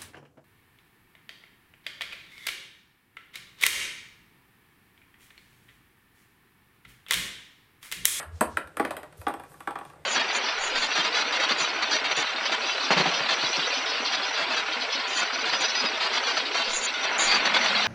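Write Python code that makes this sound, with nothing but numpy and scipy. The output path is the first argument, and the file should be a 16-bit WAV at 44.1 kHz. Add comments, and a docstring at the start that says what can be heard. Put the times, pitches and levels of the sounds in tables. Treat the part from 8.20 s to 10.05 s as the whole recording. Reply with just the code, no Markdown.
"""A small carpeted room: a table-tennis ball bounces into a tilted plastic bin.
It strikes the wall, crosses the hollow with a pock, knocks on the base and rattles down in ever
smaller bounces. Each hit rings bin and ball; the hardest flex the whole bin; slides add fine grains.
Soft thuds come through the floor, over quiet room tone and faint swells of hiss."""
import sys
import numpy as np
from scipy import signal
from scipy.fft import rfft, irfft
from scipy.io import wavfile

SR = 44100
rng = np.random.default_rng(int(sys.argv[2]) if len(sys.argv) > 2 else 0)


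def generate_wav(signal):
    """Clip the signal to [-1, 1] and save it as 16-bit WAV at the path in sys.argv[1]."""
    frames = np.transpose(np.atleast_2d(signal))
    scaled = np.clip(frames, -1, 1) * 32767
    pcm = np.round(scaled).astype(np.int16)
    wavfile.write(sys.argv[1], SR, pcm)


N = 81585
LEAD = SR // 10  # samples before time zero
TIME = np.arange(N) / SR


def from_db(db):
    """Decibels to gain."""
    return 10 ** (np.asarray(db) / 20)


def unit_rms(x):
    """Scale to rms 1."""
    return x / np.sqrt(np.mean(x ** 2) + 1e-20)


def unit_attack(x):
    """Scale to rms 1 over the first 20 ms."""
    return x / np.sqrt(np.mean(x[:int(0.02 * SR)] ** 2) + 1e-20)


def band(x, low_hz, high_hz):
    """Causal band-pass."""
    sos = signal.butter(2, [low_hz, min(high_hz, 0.45 * SR)], "band", fs=SR, output="sos")
    return signal.sosfilt(sos, x)


def bell(at_s, sigma_s):
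    """Gaussian envelope."""
    return np.exp(-0.5 * ((TIME - at_s) / sigma_s) ** 2)


def coloured_noise(spectrum):
    """Steady noise of the given spectral shape, rms 1."""
    hz, db = np.transpose(spectrum)
    bins_hz = np.maximum(np.arange(N // 2 + 1) * SR / N, 1)
    gain = from_db(np.interp(np.log(bins_hz), np.log(hz), db))
    return unit_rms(irfft(rfft(rng.standard_normal(N)) * gain, N))


def tone_swells(rows):
    """Tones under Gaussian envelopes."""
    return sum(from_db(db) * bell(at_s, sigma_s) * np.cos(2 * np.pi * hz * (TIME - at_s))
               for at_s, db, hz, sigma_s in rows)


def noise_swells(noise, rows, low_hz, high_hz):
    """Band-passed noise under Gaussian envelopes."""
    envelope = sum(from_db(db) * bell(at_s, sigma_s) for at_s, db, sigma_s in rows)
    return unit_rms(band(noise, low_hz, high_hz)) * envelope


def ring(t, hz, db, t60_s):
    """Damped mode that builds up over about one cycle."""
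    return from_db(db - 60 * t / t60_s) * np.sin(2 * np.pi * hz * t) * (1 - np.exp(-t * hz))


def room_tone():
    """Steady broad noise over a low rumble."""
    # spectral shapes (frequency [Hz], relative density [dB])
    tone = [(25, -15), (150, -5), (230, -14.5), (515, -3), (700, -11), (1400, -14), (2500, -21),
            (6500, -35), (8550, -27.5), (11200, -37.5), (15000, -39)]
    rumble = [(25, -20), (55, -22.5), (78, -1), (110, -11.5), (150, 3), (200, -14.5), (400, -23),
              (2000, -40)]
    return from_db(-57.5) * coloured_noise(tone) + from_db(-61) * coloured_noise(rumble)


def hiss():
    """Faint swells of treble noise."""
    # swells (time [s], level [dB], sigma [s])
    swells = [(0.177, -61.5, 0.032), (.33, -60, 0.036), (1.02, -66, 0.048), (1.35, -69.5, 0.13),
              (1.68, -67, 0.038)]
    return noise_swells(rng.standard_normal(N), swells, low_hz=2840, high_hz=7600)


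def floor_thuds():
    """Soft low pulses through the floor."""
    # thuds (time [s], peak [dB], frequency [Hz], sigma [s])
    thuds = [(.09, -39.5, 79, 0.017), (.15, -34, 82, 0.018), (.285, -44.5, 75, 0.019),
             (.355, -41.5, 84, 0.016), (.462, -45, 76.5, 0.011), (.66, -54.5, 75.5, 0.064),
             (1.004, -37.5, 89, 0.0093), (1.07, -50.5, 74.4, 0.03), (1.19, -54, 79, .014)]
    return tone_swells(thuds)


def reverb(x):
    """Diffuse room reflections: quick build-up, separate decay per band."""
    # tail bands (low [Hz], high [Hz], t60 [s], gain [dB])
    tail_bands = [(187, 500, 0.23, -8.5), (550, 1000, 0.31, -9.5), (1054, 1800, 0.33, -9.5),
                  (2190, 5230, 0.23, -5.5), (7300, 13000, 0.17, -6.5)]
    t = np.arange(SR // 2) / SR
    onset = 1 - np.exp(-(t / 0.01) ** 2)
    tail = 0
    for low_hz, high_hz, t60_s, db in tail_bands:
        part = band(rng.standard_normal(len(t)), low_hz, high_hz) * from_db(-60 * t / t60_s) * onset
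        unity_gain = np.sqrt(2 * (high_hz - low_hz) / SR / np.sum(part ** 2))
        tail += from_db(db) * unity_gain * part
    return signal.fftconvolve(x, tail)[:len(x)]


def ball_slides(grains_per_s=3100):
    """The ball slides on the plastic: fine friction grains."""
    # slides (time [s], level [dB], sigma [s])
    slides = [(0.98, -57, .005), (1.011, -61.5, 0.019), (1.315, -63.5, .016), (1.38, -67.5, 0.071),
              (1.67, -74, 0.037)]
    grains = rng.standard_normal(N) * (rng.random(N) < grains_per_s / SR)
    return noise_swells(grains, slides, low_hz=7800, high_hz=13300)


def hollow_pock():
    """One hit excites two broad resonances."""
    # resonances (time [s], peak [dB], frequency [Hz], sigma [s])
    resonances = [(.3731, -15.5, 1412, 0.0011), (.3731, -19.5, 1816, 0.001)]
    return tone_swells(resonances)


def bin_booms():
    """The hardest hits flex the whole bin."""
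    # flexing modes (time [s], level [dB], frequency [Hz], t60 [s])
    booms = [(0.2093, -16.5, 226.6, 0.092), (.2095, -30, 60, 0.069), (.598, -27.5, 231, 0.064)]
    return sum(ring(np.maximum(TIME - at_s, 0), hz, db, t60_s) for at_s, db, hz, t60_s in booms)


def knock(levels_db, modes, spread_db, dense_trim_db):
    """One contact in five bands: clear modes plus a noise burst for the dense ones; the treble echoes."""
    # dense modes per band (low [Hz], high [Hz], t60 [s], level re clear modes before trim [dB])
    dense_bands = [(250, 705, 0.21, 2.5), (519, 1107, 0.14, 1.5), (1080, 1796, 0.053, 5),
                   (2000, 5330, 0.021, -3), (8040, 12050, 0.054, -2)]
    # band edges for the clear modes (frequency [Hz])
    edges_hz = [0, 560, 1080, 2150, 6500, 20000]
    # reflections off the bin and the near wall (delay [s], gain [dB])
    echoes = [(.0022, -26.5), (.0075, -10.5), (0.0158, -24), (.027, -25.5)]
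    t = np.arange(SR // 5) / SR
    out = np.zeros(len(t))
    path_scale = 1 + 0.08 * rng.standard_normal()  # echo paths change as the ball moves
    for i, (low_hz, high_hz, dense_t60_s, dense_db) in enumerate(dense_bands):
        clear = np.zeros(len(t))
        for k, (hz, db, t60_s) in enumerate(modes):
            mode_db = db + spread_db * rng.standard_normal()
            if edges_hz[i] <= hz < edges_hz[i + 1]:
                clear += (-1) ** k * ring(t, hz, mode_db, t60_s)
        dense = band(rng.standard_normal(len(t)) * from_db(-60 * t / dense_t60_s), low_hz, high_hz)
        part = unit_attack(clear) + from_db(dense_db + dense_trim_db) * unit_attack(dense)
        if high_hz > 4000:
            part += sum(from_db(db) * np.interp(t - delay_s * path_scale, t, part, left=0)
                        for delay_s, db in echoes)
        out += from_db(levels_db[i]) * unit_attack(part)
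    return out


def bounces(hits, bin_modes, spread_db, dense_trim_db):
    """Bin and ball ring at each hit; the ball's modes vary in pitch and strength with the spot struck."""
    # ball shell modes (frequency [Hz], relative level [dB], t60 [s])
    ball_modes = [(8210, 3.5, 0.013), (8840, 4, 0.013), (10160, -2, 0.01), (11110, -3, 0.015),
                  (12180, -2.5, 0.013), (14500, -10, .01)]
    out = np.zeros(LEAD + N + SR)
    for at_s, *levels_db in hits:
        spot_modes = [(hz * (1 + 0.016 * rng.standard_normal()), db + 4 * rng.standard_normal(), t60_s)
                      for hz, db, t60_s in ball_modes]
        sound = knock(levels_db, bin_modes + spot_modes, spread_db, dense_trim_db)
        start = LEAD + int(at_s * SR)
        out[start:start + len(sound)] += sound
    return out[:LEAD + N]


def wall_bounces():
    """The ball bounces toward the bin just before time zero, then strikes its wall."""
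    # hits (time [s], bass [dB], low-mid [dB], mid [dB], crack [dB], ball ping [dB])
    approach = [(-0.018, -43.5, -40, -27, -44, -38.5)]
    hits = [(0.0285,-54,-47,-47,-59,-54), (0.2094,-28.5,-21.5,-26,-39.5,-31.5),
            (0.3706,-39,-36.5,-31.5,-40.5,-44.5), (0.473,-57,-62,-57.5,-62.5,-63),
            (0.5695,-41.5,-43.5,-35.5,-48,-45.5), (0.6499,-33,-41,-32,-46,-49),
            (0.7076,-44.5,-32,-39,-44.5,-48), (0.7673,-44,-41.5,-40.5,-49.5,-49),
            (0.831,-51.5,-44.5,-49,-59,-60), (0.9255,-74,-60.5,-61,-66,-67.5),
            (1.0149,-58,-49.5,-53,-59.5,-58.5)]
    # wall modes (frequency [Hz], relative level [dB], t60 [s])
    modes = [(312, 6, 0.14), (402, -14, 0.03), (491, 4, 0.12), (618, 2, 0.054), (733, -20, 0.024),
             (877, 5, 0.019), (964, -8.5, 0.084), (1195, -16, 0.061), (1335, 16.5, 0.036),
             (1504, 16.5, 0.026), (1820, -5, 0.025), (1907, 6, 0.1), (2037, 0, 0.096), (2480, 19.5, 0.013),
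             (3162, 9, 0.027), (3680, 4, 0.023), (4870, 3, 0.016)]
    return bounces(approach + hits, modes, spread_db=2, dense_trim_db=-0.5)


def base_bounces():
    """The ball rattles down on the stiff base, which rings more purely than the wall."""
    # hits (time [s], bass [dB], low-mid [dB], mid [dB], crack [dB], ball ping [dB])
    hits = [(0.5974,-25.5,-25.5,-26,-44.5,-46.5), (1.0675,-32,-27,-28.5,-43,-61),
            (1.0822,-55,-34.5,-35,-48,-49), (1.1025,-56,-40,-41,-67,-68), (1.139,-42,-39.5,-41.5,-52.5,-55),
            (1.1977,-51,-43,-50,-59.5,-60.5), (1.2358,-56.5,-51,-49.5,-66,-62),
            (1.3175,-62,-62,-59.5,-76,-66), (1.341,-63,-57.5,-53,-77,-66), (1.405,-56.5,-49,-45,-57.5,-58),
            (1.474,-39.5,-34,-30,-50.5,-54.5), (1.508,-68,-38.5,-45.5,-54,-57.5),
            (1.5558,-47.5,-37.5,-36.5,-51,-65), (1.588,-60,-43.5,-46.5,-54,-58.5),
            (1.611,-52.5,-45.5,-44.5,-70,-78), (1.651,-57.5,-49,-52,-59,-60),
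            (1.6996,-61,-57,-55.5,-63,-69), (1.7336,-76,-60,-56,-85,-72), (1.758,-62,-56,-67,-86,-83)]
    # base modes (frequency [Hz], relative level [dB], t60 [s])
    modes = [(228, -8.5, 0.096), (278.4, -10.5, 0.2), (323.2, -1.5, 0.15), (407.3, -6, 0.13),
             (470.8, -6, 0.13), (734.4, 0.5, 0.046), (810.5, 4.5, 0.072), (968, -12, .16),
             (1130.7, 6, 0.076), (1214, -4, 0.1), (1325, -8, 0.17), (1427, -10.5, 0.17),
             (1940, -10.5, 0.043), (2432, 3.5, 0.032), (2770, 0, 0.024), (3424, 6.5, 0.013)]
    return bounces(hits, modes, spread_db=-0.3, dense_trim_db=-5.5)


def scene():
    """Ball and bin with reverb, over the dry background; mono."""
    ball = wall_bounces() + base_bounces()
    ball[LEAD:] += bin_booms() + hollow_pock() + ball_slides()
    background = floor_thuds() + hiss() + room_tone()
    ball_in_room = (ball + reverb(ball))[LEAD:]
    return (ball_in_room + background)[None]


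def record(dry):
    """Steep low-pass at 15.3 kHz."""
    return signal.sosfilt(signal.ellip(10, 0.2, 80, 15300, fs=SR, output="sos"), dry)


dry = scene()
out = record(dry)
generate_wav(out)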